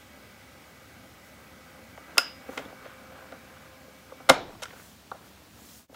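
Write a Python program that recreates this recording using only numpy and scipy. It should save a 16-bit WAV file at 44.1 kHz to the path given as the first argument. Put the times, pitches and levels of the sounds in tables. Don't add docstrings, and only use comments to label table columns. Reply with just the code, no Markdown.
import sys
import numpy as np
from scipy import signal
from scipy.io import wavfile
from scipy.ndimage import uniform_filter1d

SR = 44100
rng = np.random.default_rng(int(sys.argv[2]) if len(sys.argv) > 2 else 0)


def to_wav(s):
    ch = np.atleast_2d(s).T
    pcm = np.round(np.clip(ch, -1, 1) * 32767)
    wavfile.write(sys.argv[1], SR, pcm.astype(np.int16))


N = 262395
T = np.arange(N) / SR

# pitch in Hz, strength in dB, time to fall by 60 dB in seconds.
CASE_MODES = [(140, -1, 0.045), (272, 3, 0.063), (426, -1.5, 0.04), (526, 5.5, 0.036), (680, -1, .035),
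              (767, -2.5, 0.045), (980, -3.5, 0.017), (1123, 0, 0.018), (1414, 4, 0.02), (1494, 1.5, 0.018),
              (2122, -3, 0.021), (2660, 1, 0.0055), (3860, -8, 0.0038), (5180, -22.5, 0.011)]


def gain_of(db):
    return 10 ** (np.asarray(db) / 20)


def evened(x):
    return x / np.sqrt(np.mean(x ** 2) + 1e-20)


def read(points, hz):
    f, value = np.transpose(points)
    return np.interp(np.log(hz + 1), np.log(f + 1), value)


def add(mix, s, sound):
    part = mix[round(s * SR):][:len(sound)]
    part += sound[:len(part)]


def favour(hz, centre_hz, octaves):
    return np.exp(-.5 * (np.log2((hz + 1) / centre_hz) / octaves) ** 2)


def noise(shape, patchy_db):
    hop, size = 256, 1024
    frames = N // hop + 5
    hz = np.fft.rfftfreq(size, 1 / SR)[:, None]
    t = np.arange(frames) * hop / SR
    real, imaginary, patches = rng.standard_normal((frames, len(hz), 3)).T
    patches = uniform_filter1d(patches, size=10, axis=0)
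    patches = evened(uniform_filter1d(patches, size=10, axis=1))
    spectra = (real + 1j * imaginary) * gain_of(patchy_db * patches) * shape(hz, t)
    return evened(signal.istft(spectra, nperseg=size, noverlap=size - hop)[1][:N])


def rings(modes, size):
    hz, db, t60 = np.transpose(modes)[:, :, None]
    t = np.arange(size) / SR
    return gain_of(db - 60 * t / t60) * np.sin(2 * np.pi * hz * t)


def swell(t, middle, half, db):
    return gain_of(db - 12.0 * np.minimum(((t - middle) / half) ** 2, 20))


def blows():
    # start in seconds, loudest short-time rms level in dB,
    # lowest and highest pitch in the blow in Hz, fading time of the contact chatter in seconds,
    # gain of the bare crack in dB, before the whole blow is brought to its level.
    blow_rows = [(1.977, -39.5, 408, 1600, 0.0012, 27), (2.1724, -27, 403, 3000, 0.00079, 23),
                 (2.180, -14, 1100, 14000, 0.0021, 23.5), (2.1807, -14, 2580, 2950, 0.00071, 3),
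                 (2.1801, -17.5, 1180, 1470, 0.001, 18), (2.187, -23.5, 990, 4000, 0.0031, 21),
                 (2.488, -32.5, 220, 1420, 0.0029, 2), (2.570, -32.5, 398, 1170, 0.0093, 4),
                 (2.576, -28, 1380, 4300, 0.0044, 16.5), (2.588, -34.5, 249, 3020, 0.011, 28),
                 (2.653, -48, 3220, 3780, .002, 4), (2.655, -37.5, 200, 490, 0.0041, 5),
                 (2.724, -41, 500, 880, 0.00058, 5), (2.857, -38.5, 440, 650, 0.0011, 3),
                 (3.322, -36.5, 453, 2200, 0.0024, 24.5), (3.876, -46.5, 400, 710, 0.002, 5),
                 (4.12, -38, 400, 1200, 0.0025, 9), (4.201, -41.5, 397, 1190, 0.0011, 10),
                 (4.280, -42.5, 300, 1200, .002, 15), (4.290, -11.5, 600, 7500, 0.01, 14),
                 (4.295, -12, 1100, 5940, 0.0063, 30), (4.2985, -3, 780, 10800, 0.0019, 12),
                 (4.299, -29, 30, 110, 0.0033, 29), (4.302, -10.5, 252.5, 4000, 0.0097, 20),
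                 (4.491, -39.5, 443, 800, 0.0012, 14), (4.621, -34.5, 400, 5930, 0.009, 27),
                 (4.627, -36, 3500, 8600, 0.0047, 3), (4.634, -30.5, 1200, 7700, 0.0041, 23),
                 (4.656, -36, 1170, 1700, 0.002, 31), (4.732, -46.5, 500, 1600, 0.0038, 23),
                 (4.797, -51, 1003, 1700, 0.0015, 10), (5.116, -30, 613, 1300, 0.0008, 26.5),
                 (5.14, -47, 610, 800, 0.011, 3), (5.895, -39.5, 201.4, 708, 0.0025, 3.5),
                 (5.926, -44.5, 250, 1212, 0.0035, 10), (5.944, -42, 595, 3520, 0.0053, 22)]
    out, t = np.zeros(N), np.arange(2048) / SR
    signs = (-1.) ** np.arange(len(CASE_MODES))
    case = signs @ rings(CASE_MODES, size=4096)
    draws = rng.standard_normal((len(blow_rows), len(t)))
    for (s, db, low_hz, high_hz, chatter, crack_db), draw in zip(blow_rows, draws):
        force = draw * np.exp(-t / chatter)
        force[0] = 2.5
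        reach = signal.butter(2, [low_hz, high_hz], "band", fs=SR, output="sos")
        blow = signal.fftconvolve(signal.sosfilt(reach, force), case)
        above = signal.butter(1, low_hz, "high", fs=SR, output="sos")
        below = signal.butter(2, high_hz, fs=SR, output="sos")
        crack = signal.sosfilt(np.vstack([above, below]), force)
        add(blow, 0, gain_of(crack_db) * crack)
        loudest = np.sqrt(uniform_filter1d(blow ** 2, size=128).max())
        add(out, s, gain_of(db) * blow / loudest)
    return out


def spring():
    # pitch in Hz, strength in dB, time to fall by 60 dB in seconds.
    spring_modes = [(4900, -14.5, 0.27), (4950, -15, 0.18), (5040, -10.5, 0.22), (4960, -9.5, 0.41),
                    (5100, -4, 0.25), (5045, 16.5, 0.019), (7150, -8, 0.051), (8670, -15.5, .1),
                    (9000, -24, .12)]
    # start in seconds, gain in dB.
    flicks = [(2.182, -22.5)]
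    out = np.zeros(N)
    ring = rings(spring_modes, size=16384).sum(0)
    for s, db in flicks:
        add(out, s, gain_of(db) * ring)
    return out


def motor():
    # pitch in Hz, width in Hz, level in dB before the running level.
    whir_bands = [(257, 72, -69), (560, 120, -64), (794, 36, -69), (1250, 130, -66), (1480, 120, -67),
                  (1600, 76, -70), (1980, 74, -72), (2233, 630, -70.5), (2630, 1100, -73)]
    # multiple of the shaft speed, level in dB face on,
    # level in dB side on, both before the running level and the waver.
    whine_tones = [(6, -70.5, -68), (12, -67.5, -63.5), (18, -77, -73.5), (19, -75, -83), (24, -82, -70),
                   (28, -77.5, -71.5), (30, -73.5, -79.5), (34, -79.5, -72.5), (36, -73.5, -78.5),
                   (37, -75, -74), (38, -82, -72.5), (43, -78, -86), (45, -76.5, -82.5), (46, -70.5, -79),
                   (48, -76, -85.5), (49, -79.5, -79.5), (51, -71, -81), (52, -69.5, -69.5),
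                   (53, -90, -72.5), (57, -81, -83.5)]
    shaft_hz, running_db = 43.52, 0.6
    stop_s, run_down_s = 4.292, .015
    turn_s, turn_span_s, turn_db = 2.58, 0.66, 4

    def whir_shape(hz, t):
        power = sum(gain_of(2 * db) / width / (1 + (2 * (hz - f) / width) ** 2) ** 1.13
                    for f, width, db in whir_bands)
        return np.sqrt(power)

    whir_level = np.sqrt(sum(gain_of(2 * db) for _, _, db in whir_bands))
    draws = rng.standard_normal((1 + len(whine_tones), N))
    speed, *wavers = (evened(uniform_filter1d(draw, size=3000)) for draw in draws)
    turns = shaft_hz * np.cumsum(1 + 0.00065 * speed) / SR
    side = np.clip(.5 + (T - turn_s) / turn_span_s, 0, 1)
    whine = np.zeros(N)
    for (multiple, face_db, side_db), waver in zip(whine_tones, wavers):
        db = face_db + side * (side_db - face_db) + 2.1 * waver
        phase = 2 * np.pi * multiple * turns + waver[0]
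        whine += gain_of(db) * np.sqrt(2) * np.sin(phase)
    level = gain_of(running_db + turn_db * np.exp(-((T - turn_s) / turn_span_s) ** 2))
    running = np.clip(1 - (T - stop_s) / run_down_s, 0, 1)
    return level * running * (whir_level * noise(whir_shape, patchy_db=2.46) + whine)


def grip():
    # middle in seconds, half length in seconds,
    # level at the middle in dB, favoured pitch in Hz.
    rubs = [(2.147, 0.11, -51, 606), (2.558, 0.098, -46, 960), (2.658, 0.097, -50.5, 266),
            (2.882, .09, -52, 1290), (3.21, 0.2, -52, 1030), (3.566, 0.19, -56, 1280),
            (4.5, .18, -54.5, 600), (4.742, .16, -53.5, 1205), (5.3, .2, -60, 700), (5.6, .1, -61.5, 700)]
    hold_db, hold_hz = -70, 650

    def shape(hz, t):
        body = sum(gain_of(db) / (1 + ((hz - f) * t60 / 5.2) ** 2) for f, db, t60 in CASE_MODES)

        def spot(centre_hz):
            power = (body * favour(hz, centre_hz, octaves=1.8)) ** 2
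            return power / power.mean()

        power = gain_of(2 * hold_db) * spot(hold_hz)
        power = power + sum(swell(t, s, half, db) ** 2 * spot(f) for s, half, db, f in rubs)
        return np.sqrt(power / power.mean(0))

    level = np.sqrt(gain_of(2 * hold_db) + sum(swell(T, s, half, db) ** 2 for s, half, db, _ in rubs))
    grain = gain_of(3.4 * evened(uniform_filter1d(rng.standard_normal(N), size=300)))
    return level * evened(grain * noise(shape, patchy_db=-1.0))


def slide():
    # middle in seconds, half length in seconds, level at the middle in dB.
    slides = [(1.27, .04, -62), (2.55, 0.1, -55.5), (4.83, 0.14, -54.5), (5.275, .04, -60),
              (5.73, 0.18, -51.5)]
    # pitch in Hz, relative strength per Hz in dB.
    skin = [(1000, -23), (2500, -14), (4500, -7), (6800, -4.5), (8500, -8), (12000, -10), (15500, -6)]

    def shape(hz, t):
        return gain_of(read(skin, hz)) * (hz > 600)

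    level = sum(swell(T, *row) for row in slides)
    return level * noise(shape, patchy_db=1.0)


def room(x, delay):
    # pitch in Hz, time to fall by 60 dB in seconds.
    echo_times = [(200, 0.98), (500, 0.42), (1500, 0.29), (4000, 0.39), (9000, 0.15), (15000, .14)]
    hz, t, z = signal.stft(x, SR, nperseg=256, noverlap=192)
    power = uniform_filter1d(abs(z) ** 2, size=2, axis=0)
    keep = gain_of(-120 * t[1] / read(echo_times, hz))
    held = np.array([signal.lfilter([1 - k], [1, -k], p) for k, p in zip(keep, power)])
    real, imaginary = rng.standard_normal(held.T.shape + (2,)).T
    tail_spectra = np.sqrt(held) * (real + 1j * imaginary)
    tail = signal.istft(tail_spectra, SR, nperseg=256, noverlap=192)[1]
    return np.concatenate([np.zeros(round(delay * SR)), tail])[:N]


def room_tone():
    # pitch in Hz, relative strength per Hz in dB.
    hiss = [(30, -27), (48, -20.5), (60, -3), (72, -3.5), (100, -6), (125, -10.5), (220, -5.5), (400, -15),
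            (700, -16.5), (1500, -20.5), (3000, -21.5), (6000, -25.5), (10000, -30.5), (13500, -29),
            (16000, -29.5)]
    # pitch in Hz, rms level in dB.
    hums = [(70.5, -67), (100, -70.5)]

    def shape(hz, t):
        return gain_of(read(hiss, hz))

    tone = gain_of(-53.5) * noise(shape, patchy_db=1.0)
    tone = signal.sosfilt(signal.butter(4, 60., "high", fs=SR, output="sos"), tone)
    return tone + sum(gain_of(db) * np.sqrt(2) * np.sin(2 * np.pi * hz * T) for hz, db in hums)


def scene():
    knocks, ping = blows(), spring()
    echo = gain_of(-9.5) * room(knocks + .45 * ping, delay=.007)
    return (knocks + ping + echo + motor() + grip() + slide() + room_tone())[None]


def record(dry):
    dip_s, fade_out_s, fade_in_s, dip_db = 5.876, 0.093, 0.071, -27
    power_db = 10 * np.log10(abs(uniform_filter1d(dry[0] ** 2, size=200)) + 1e-12)
    fall = T * 52.0
    sensed_db = np.maximum.accumulate(power_db + fall) - fall
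    over_db = np.maximum(sensed_db + 14.0, 0)
    late_db = signal.lfilter(np.ones(400) / 400, 1, over_db)
    clipped = np.clip(dry / gain_of(0.46 * late_db), -.99, .99)
    fades = np.maximum((dip_s - T) / fade_out_s, (T - dip_s) / fade_in_s)
    heard = clipped * np.clip(fades, gain_of(dip_db), 1)
    treble_cut = signal.firwin(511, 15800, window=("kaiser", 9), fs=SR)
    return signal.oaconvolve(heard, treble_cut[None], "same")


dry = scene()
out = record(dry)
to_wav(out)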